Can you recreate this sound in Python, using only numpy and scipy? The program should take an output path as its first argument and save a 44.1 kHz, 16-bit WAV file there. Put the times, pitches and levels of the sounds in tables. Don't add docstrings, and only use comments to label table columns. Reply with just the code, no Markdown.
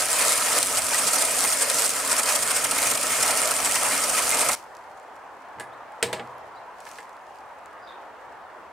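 import sys
import numpy as np
from scipy import signal
from scipy.io import wavfile
from scipy.ndimage import uniform_filter1d

SR = 44100
rng = np.random.default_rng(int(sys.argv[2]) if len(sys.argv) > 2 else 0)


def digitize_waveform(pressure):
    field = np.atleast_2d(pressure).T
    bounded = np.clip(field, -1, 1)
    quanta = np.round(bounded * 32767).astype(np.int16)
    wavfile.write(sys.argv[1], SR, quanta)


N = 384552
T = np.arange(N) / SR
SCENE_SWITCH_S = 4.551

# (frequency [Hz], relative level [dB])
RUSTLE_SPECTRUM = [(1470, -9), (2500, -3), (3720, -9.5), (4370, -5.5), (7890, -7), (11800, -13.5),
                   (16000, -24)]
# (frequency [Hz], coherence [0-1])
YARD_COHERENCE = [(60, 0.4), (180, 0.28), (550, 0.88), (1650, 0.78), (4970, 0.3), (15000, 0.35)]


def amp(db):
    return 10 ** (np.asarray(db) / 20)


def unit_rms(x):
    return x / np.sqrt(np.mean(x ** 2) + 1e-20)


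def curve_at(points, hz):
    f, value = np.transpose(points)
    return np.interp(np.log(hz + 1), np.log(f + 1), value)


def add(mix, s, sound):
    part = mix[:, round(s * SR):][:, :sound.shape[-1]]
    part += sound[..., :part.shape[-1]]


def panned(x, db):
    return x * amp([[db / 2], [-db / 2]])


def noise(colour_db, coherence, patch_db, size):
    hz = np.fft.rfftfreq(size, 1 / SR)
    a, b, c, d, patches = rng.standard_normal((4 * N // size + 5, len(hz), 5)).T
    patches = unit_rms(uniform_filter1d(uniform_filter1d(patches, 10, 0), 8, 1))
    likeness = np.clip(curve_at(coherence, hz), -1, 1)[:, None]
    left = a + 1j * b
    right = likeness * left + np.sqrt(1 - likeness ** 2) * (c + 1j * d)
    spectra = np.array([left, right]) * amp(colour_db(hz)[..., None] + patch_db * patches)
    return unit_rms(signal.istft(spectra, nperseg=size, noverlap=3 * size // 4)[1][:, :N])


def minimum_phase(colour_db, size=2048):
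    log_gain = np.log(amp(np.maximum(colour_db(abs(np.fft.fftfreq(4 * size, 1 / SR))), -100)))
    taps = np.fft.ifft(np.exp(np.conj(signal.hilbert(log_gain)))).real[:size]
    return taps / np.linalg.norm(taps)


def impulses(per_s, spread_db):
    return (rng.random(N) < per_s / SR) * amp(spread_db * np.minimum(rng.exponential(1, N), 4))


def relaxed(power, decay_s):
    response = signal.lfilter([1], [1, -np.exp(-1 / (decay_s * SR))], power)
    return response / response.mean()


def scattered(x, db, t60, size=800):
    taps = amp(db) * rng.standard_normal((2, size)) * amp(-60 * np.arange(size) / SR / t60)
    taps[:, 0] = 1
    taps /= np.linalg.norm(taps, axis=1, keepdims=True)
    return signal.oaconvolve(x[None], taps, axes=1)[:, :len(x)]


def traffic():
    # (frequency [Hz], relative level [dB])
    spectrum = [(15, -67), (25, -61), (64, -17), (153, -22), (277, -15), (416, -11), (659, -3.5),
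                (936, -0.5), (1070, -4), (1790, -12.5), (2280, -19.5), (10400, -54), (16000, -47.5)]
    # (time [s], level [dB])
    levels = [(4.55, -43), (4.9, -44), (5.3, -42.5), (6.1, -41.5), (6.7, -42.5), (7.2, -44.5), (7.9, -42),
              (8.72, -43)]
    wash = noise(lambda hz: curve_at(spectrum, hz), YARD_COHERENCE, patch_db=1.4, size=2048)
    return amp(np.interp(T, *np.transpose(levels))) * wash


def rustle():
    # (peak time [s], level [dB], swell [s], fade [s])
    shuffles = [(4.56, -43, .01, 0.034), (4.7, -66.5, .1, 0.44), (6.1, -65, 0.12, .2),
                (6.88, -51, 0.047, 0.064), (6.98, -52.5, 0.058, .04), (7.3, -70, 0.11, .2)]
    grain = relaxed(impulses(per_s=150, spread_db=3.5) ** 2, decay_s=.003)
    hiss = noise(lambda hz: curve_at(RUSTLE_SPECTRUM, hz), YARD_COHERENCE, patch_db=0.98, size=256)
    motion = sum(amp(db) * np.exp(-abs(T - s) / np.where(T < s, swell_s, fade_s))
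                 for s, db, swell_s, fade_s in shuffles)
    at_rest = amp(-65.5)
    return (at_rest + motion) * hiss * np.sqrt(0.56 + 0.2 * grain)


def birds():
    # (time [s], length [s], first pitch [Hz], last pitch [Hz], level [dB], roughness [Hz])
    notes = [(5.715, .04, 3400, 4440, -59, 30), (6.406, 0.022, 5100, 5670, -64, 30),
             (6.548, .035, 4550, 5030, -59, 30), (6.56, 0.035, 3800, 4600, -56, 30),
             (7.81, 0.11, 4900, 4730, -62, 110), (7.869, .085, 3580, 3730, -53, 149)]
    out = np.zeros((2, N))
    for s, length, first_hz, last_hz, db, rough_hz in notes:
        progress = np.linspace(0, 1, round(length * SR))
        wobble, flutter = (unit_rms(uniform_filter1d(v, 150))
                           for v in rng.standard_normal((2, len(progress))))
        hz = first_hz + (last_hz - first_hz) * progress ** 1.5 + rough_hz * wobble
        swell = np.sin(np.pi * progress ** 0.57) * amp(db + 0.053 * rough_hz * flutter)
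        note = np.pad(swell * np.sin(2 * np.pi * np.cumsum(hz) / SR), (0, SR // 5))
        add(out, s, scattered(note, db=-33, t60=0.4, size=SR // 5))
    return out


def ticks():
    # (time [s], relative level [dB], pitch [Hz])
    contacts = [(4.6394, -43, 8820), (4.7511, -38, 5730), (4.768, -34, 5800), (4.9985, -43, 7450),
                (5.1637, -45, 8310), (5.9208, -43, 7600), (6.2744, -43, 5540), (6.382, -44, 11500),
                (6.8039, -34, 7560), (6.853, -33, 5650), (6.8912, -35, 4500), (6.9144, -31, 6600),
                (6.9344, -37, 6770), (6.9571, -37, 4930), (7.0044, -37, 7970), (7.0294, -40, 7200),
                (7.0539, -44, 5640), (7.0938, -42.5, 7100), (7.1302, -46, 6000), (7.1671, -42.5, 4880),
                (7.2684, -46, 5140), (7.3576, -44, 4550), (7.3866, -43.5, 4670), (7.659, -38, 7300)]
    out, t = np.zeros((2, N)), np.arange(500) / SR
    colour = minimum_phase(lambda hz: curve_at(RUSTLE_SPECTRUM, hz))
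    for s, db, hz in contacts:
        burst = rng.standard_normal(len(t)) * amp(-60 * t / 0.013)
        snap = signal.oaconvolve(burst, colour)[:len(t)]
        ping = np.sin(2 * np.pi * hz * t) * amp(-60 * t / 0.0062)
        add(out, s, panned(amp(db) * (0.41 * snap + .5 * ping), db=-.7))
    return out


def ring(modes, t, rise_cycles):
    chance = rng.standard_normal((len(modes), 2))
    return sum(amp(db + 2. * louder - 60 * t / t60)
               * np.sin(2 * np.pi * hz * (1 + 0.0051 * sharper) * t)
               * (1 - np.exp(-hz * t / rise_cycles))
               for (hz, db, t60), (louder, sharper) in zip(modes, chance))


def blows():
    # (time [s], crack gain [dB], thud gain [dB], metal gain [dB],
    # crack tilt [dB/octave], thud tilt [dB/octave], left over right [dB])
    impacts = [(5.556, -80, -54, -80, -3, -14.5, -10), (5.585, -46, -46, -75, -6, 2, 0),
               (5.598, -31.5, -34.5, -45, 6, 3, 1), (5.606, -36, -42.5, -48, -1, 6, -3),
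               (6.027, -10.5, -19, -55, 3.1, -1.5, -0.5), (6.129, -17.5, -23, -62, 1.2, -2, -0.5),
               (6.196, -26.5, -32, -70, -8, 0.5, -1), (6.867, -36, -58, -80, -4, 10.5, -1),
               (6.985, -37, -48, -80, 1, 7, -2.8)]
    # (frequency [Hz], relative level [dB])
    crack_spectrum = [(590, -40), (1000, -5.5), (2200, 3), (4960, -7), (6040, -14), (8360, -7), (9060, -13),
                      (16000, -33)]
    # (frequency [Hz], relative level [dB], T60 [s])
    wall_modes = [(95, -19.5, 0.175), (123.4, -26, 0.68), (145, -30, 0.45), (185, -21.5, 0.33),
                  (236, -9.5, 0.14), (313, -6.5, 0.11), (381, -13.5, 0.17), (470, 10, 0.029),
                  (639, -1.5, 0.08), (821, -4.5, 0.16), (952, -9, 0.076), (1700, 0.5, 0.03),
                  (2020, -2, 0.023), (2470, -20, 0.042)]
    # (frequency [Hz], relative level [dB], T60 [s])
    metal_modes = [(5168, -19, .16), (6600, -3, .1), (7445, -10, .12), (8600, -4, 0.09), (10570, -11, .2),
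                   (10600, -3, 0.17), (10860, -8, 0.12), (14600, -17, .1)]
    out, t = np.zeros((2, N)), np.arange(round(.5 * SR)) / SR
    fall = amp(-60 * t / 0.029) + amp(-9 - 60 * t / 0.2)
    for s, crack_db, thud_db, metal_db, crack_tilt, thud_tilt, pan_db in impacts:
        colour = minimum_phase(
            lambda hz: curve_at(crack_spectrum, hz) + crack_tilt * np.log2(hz / 3000 + .1))
        shared, *per_ear = rng.standard_normal((3, len(t)))
        burst = (0.46 * shared + 0.2 * np.array(per_ear)) * fall
        crack = signal.oaconvolve(burst, colour[None], axes=1)[:, :len(t)]
        pushes = 0.16 * rng.standard_normal(len(t)) * amp(-60 * t / 0.32) * (rng.random(len(t)) < .02)
        pushes[0] = 1
        wall = [(hz, db + thud_tilt * np.log2(hz / 400), t60) for hz, db, t60 in wall_modes]
        thud = signal.oaconvolve(pushes, ring(wall, t, rise_cycles=1.44))[:len(t)]
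        thud = scattered(thud, db=-36, t60=0.021)
        metal = ring(metal_modes, t, rise_cycles=8.)
        add(out, s, panned(amp(crack_db) * crack + amp(thud_db) * thud + amp(metal_db) * metal, pan_db))
    return out


def plops():
    # (time [s], relative level [dB], starting pitch [Hz])
    bubbles = [(0.124, -17, 1270), (0.732, -12.5, 1260), (0.94, -10.5, 1876), (1.061, -20, 1285),
               (1.131, -11, 1300), (1.403, -24, 1190), (1.934, -16, 1303), (2.044, -22, 988),
               (2.086, -18, 1204), (2.184, -15, 1235), (2.351, -23, 1280), (3.208, -13.5, 1280),
               (3.443, -17.5, 1190), (3.692, -18, 1843), (3.866, -14, 925), (3.907, -15, 2030),
               (3.981, -17, 1210), (4.141, -14.5, 1240), (4.193, -19, 970), (4.322, -9.5, 2050),
               (4.489, -13.5, 1336)]
    out, t = np.zeros((1, N)), np.arange(round(.1 * SR)) / SR
    t60 = 0.053
    for s, db, hz in bubbles:
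        swell = amp(db - 60 * t / t60) * (1 - np.exp(-t / 0.0099))
        add(out, s, swell * np.sin(2 * np.pi * hz * t * (1 + 1.5 * t)))
    return panned(scattered(out[0], db=-28, t60=.02), db=-0.95)


def bin_gain_db(hz):
    # (frequency [Hz], width [Hz], gain [dB])
    resonances = [(124.9, 14, 10), (265, 69, 2), (462.5, 24, 10), (643, 170, 5), (811, 25, -9.5),
                  (975, 43, 4), (1295, 81, 5.5), (1730, 35, -0.5), (1860, 82, 4), (2136, 137, 6),
                  (2470, 150, 4)]
    return sum(db / (1 + (2 * (hz - f) / width) ** 2) for f, width, db in resonances)


def gurgle(push, low_hz=700, high_hz=2900):
    bubbles = np.zeros(N)
    for hz in np.geomspace(low_hz, high_hz, 24):
        cycles = np.arange(round(30 * SR / hz)) * hz / SR
        envelope = np.exp(-cycles / 12.0) * (1 - np.exp(-cycles / 0.95))
        note = envelope * np.sin(2 * np.pi * cycles * (1 + 0.00331 * cycles))
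        births = impulses(per_s=30 * push, spread_db=0.78)
        bubbles += signal.oaconvolve(births, note * amp(2.0 * np.log2(hz / low_hz)))[:N]
    in_bin = unit_rms(signal.oaconvolve(bubbles, minimum_phase(bin_gain_db))[:N])
    return panned(scattered(in_bin, db=-28.0, t60=0.018), db=-0.9)


def jet_noise(colour_db, patch_db, size):
    # (frequency [Hz], coherence [0-1])
    coherence = [(60, 0.43), (110, 0.8), (200, 0.92), (380, 0.94), (700, 0.94), (1290, 0.97), (2380, 0.53),
                 (4400, 0.65), (8120, 0.65), (15000, 0.22)]
    # (frequency [Hz], left over right [dB])
    balance = [(60, 1), (240, -2.5), (950, -1.5), (3770, -0.5), (15000, -0.5)]
    return noise(lambda hz: colour_db(hz) + np.outer([.5, -.5], curve_at(balance, hz)),
                 coherence, patch_db, size)


def pool():
    # (frequency [Hz], relative level [dB])
    spectrum = [(15, -55.5), (25, -12.5), (168, -16), (273, -4.5), (351, -12.5), (594, -0.5), (826, -8.5),
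                (1270, -2), (2600, -8.5), (3380, -12), (5720, -120)]
    thrum = jet_noise(lambda hz: curve_at(spectrum, hz) + bin_gain_db(hz), patch_db=1.7, size=2048)
    rumble = signal.sosfiltfilt(signal.butter(2, 380, fs=SR, output="sos"), thrum)
    return unit_rms(thrum - rumble), unit_rms(rumble)


def spray(steady, power):
    # (frequency [Hz], relative level [dB])
    spectrum = [(1470, -37.5), (2500, -11), (3570, -11), (4990, -6), (6450, -6), (9010, 0.5), (11100, -9.5),
                (15200, -17), (16000, -37)]
    mist = jet_noise(lambda hz: curve_at(spectrum, hz), patch_db=1.55, size=512)
    drops = relaxed(impulses(per_s=350, spread_db=3.5) ** 2, decay_s=.0004)
    return mist * np.sqrt(power + 0.45 * np.sqrt(steady * power) * drops)


def breakup(spray_gain):
    # (time [s], level [dB], duration [s])
    slaps = [(0.02, -23, 0.0043), (0.219, -25, 0.0072), (0.3143, -25, 0.026), (0.376, -23, 0.0065),
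             (0.569, -24, 0.015), (0.628, -20, 0.0029), (0.77, -22, 0.018), (0.984, -22, .01),
             (1.067, -23.5, 0.025), (1.156, -20.5, 0.0078), (1.22, -20.5, 0.0062), (1.365, -24, 0.005),
             (1.4205, -25.5, 0.029), (1.529, -23.5, 0.0064), (1.6093, -21, 0.023), (1.698, -23.5, 0.0053),
             (1.783, -22.5, 0.018), (1.8612, -23.5, .005), (1.903, -26.5, 0.0045), (2.113, -19.5, 0.0089),
             (2.18, -22.5, 0.02), (2.2305, -23.5, 0.0054), (2.351, -20.5, 0.012), (2.422, -24, 0.013),
             (2.508, -22, 0.0073), (2.562, -21, 0.0093), (2.64, -22.5, 0.011), (2.71, -21.5, .008),
             (2.78, -21.5, 0.0079), (2.826, -19.5, 0.0042), (2.9115, -21.5, 0.0058), (2.953, -22.5, 0.0029),
             (2.973, -22, 0.0034), (3.027, -24, .01), (3.225, -19.5, 0.009), (3.3065, -20, 0.0062),
             (3.4227, -24.5, 0.0044), (3.509, -21.5, 0.0043), (3.656, -23, 0.0083), (3.753, -21, 0.0062),
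             (4.0367, -20, 0.005), (4.093, -24, 0.0086), (4.1723, -23.5, .012), (4.343, -23.5, 0.0049),
             (4.4074, -24.5, 0.019), (4.486, -18, 0.0034)]
    rise_s, t60 = .001, 0.031
    thin_after_s, thin_width_s = 0.011, 0.014
    thinning, t = np.zeros(N), np.arange(round(.2 * SR)) / SR
    for s, _, lasts in slaps:
        add(thinning[None], s + lasts, 0.3 * np.exp(-((t - thin_after_s) / thin_width_s) ** 2))
    steady = spray_gain ** 2 * np.clip(1 - thinning, .05, 1)
    slugs = relaxed(impulses(per_s=90, spread_db=2.0) ** 2, decay_s=.007)
    power = steady * (0.85 + 0.27 * slugs)
    for s, db, lasts in slaps:
        slap = amp(db - 60 * np.maximum(t - lasts, 0) / t60) * np.minimum(t / rise_s, 1)
        add(power[None], s, slap ** 2)
    return steady, power


def jet():
    # (time [s], spray gain [dB], drumming gain [dB], gurgle gain [dB])
    surges = [(0.0, -24.5, -30, -34), (0.08, -28.5, -36.5, -31), (0.21, -22, -25.5, -35.5),
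              (0.4, -25.5, -29, -36), (0.56, -23, -28, -32), (0.65, -28.5, -36, -36.5),
              (0.74, -27.5, -32.5, -33.5), (0.86, -29, -34, -38), (0.94, -23.5, -33, -27),
              (1.03, -26, -29.5, -35.5), (1.2, -24.5, -29, -32), (1.3, -27.5, -31, -37),
              (1.439, -24.5, -34.5, -30), (1.6, -27, -31.5, -35.5), (1.855, -24, -30.5, -36),
              (1.884, -29.5, -36.5, -39.5), (2.06, -29, -32.5, -35), (2.18, -27, -28, -31.5),
              (2.229, -30.5, -34, -33), (2.289, -23, -27.5, -29.5), (2.44, -29.5, -32.5, -43),
              (2.5, -26.5, -29.5, -36.5), (2.7, -30, -31.5, -34.5), (2.86, -23.5, -27.5, -31.5),
              (2.97, -30.5, -31, -38), (3.1, -27, -30.5, -34.5), (3.27, -25, -27.5, -31.5),
              (3.42, -26.5, -28, -36), (3.6, -28, -33, -32), (3.9, -25.5, -29.5, -29.5),
              (4.07, -28, -32, -34), (4.2, -26, -28.5, -29.5), (4.27, -27, -32.5, -34),
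              (4.34, -25.5, -30.5, -29), (4.47, -26.5, -27.5, -31), (4.55, -28.5, -35, -30.5)]
    times, *gains_db = np.transpose(surges)
    spray_gain, drum_gain, gurgle_gain = (amp(np.interp(T, times, db)) for db in gains_db)
    steady, power = breakup(spray_gain)
    splash = spray(steady, power)
    push = relaxed(power / uniform_filter1d(power, round(.12 * SR)), decay_s=0.0049)
    drum, rumble = pool()
    drumming = drum_gain * push ** 0.2 * drum
    gurgling = gurgle_gain * push ** 0.15 * gurgle(push)
    after = np.maximum(T - SCENE_SWITCH_S, 0)
    cutoff = np.maximum(np.clip(1 - after / .002, 0, 1), amp(-19 - 60 * after / 0.25))
    return (splash + drumming + gurgling + amp(-46.5) * rumble) * cutoff


def scene():
    water = jet() + plops()
    background = (traffic() + rustle()) * np.clip((T - SCENE_SWITCH_S) / 0.0027, 0, 1)
    return water + background + ticks() + blows() + birds()


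def record(dry):
    edge_hz = 15900
    low_pass = signal.firwin(511, edge_hz, window=("kaiser", 9), fs=SR)
    return signal.oaconvolve(dry, low_pass[None], "same")


dry = scene()
out = record(dry)
digitize_waveform(out)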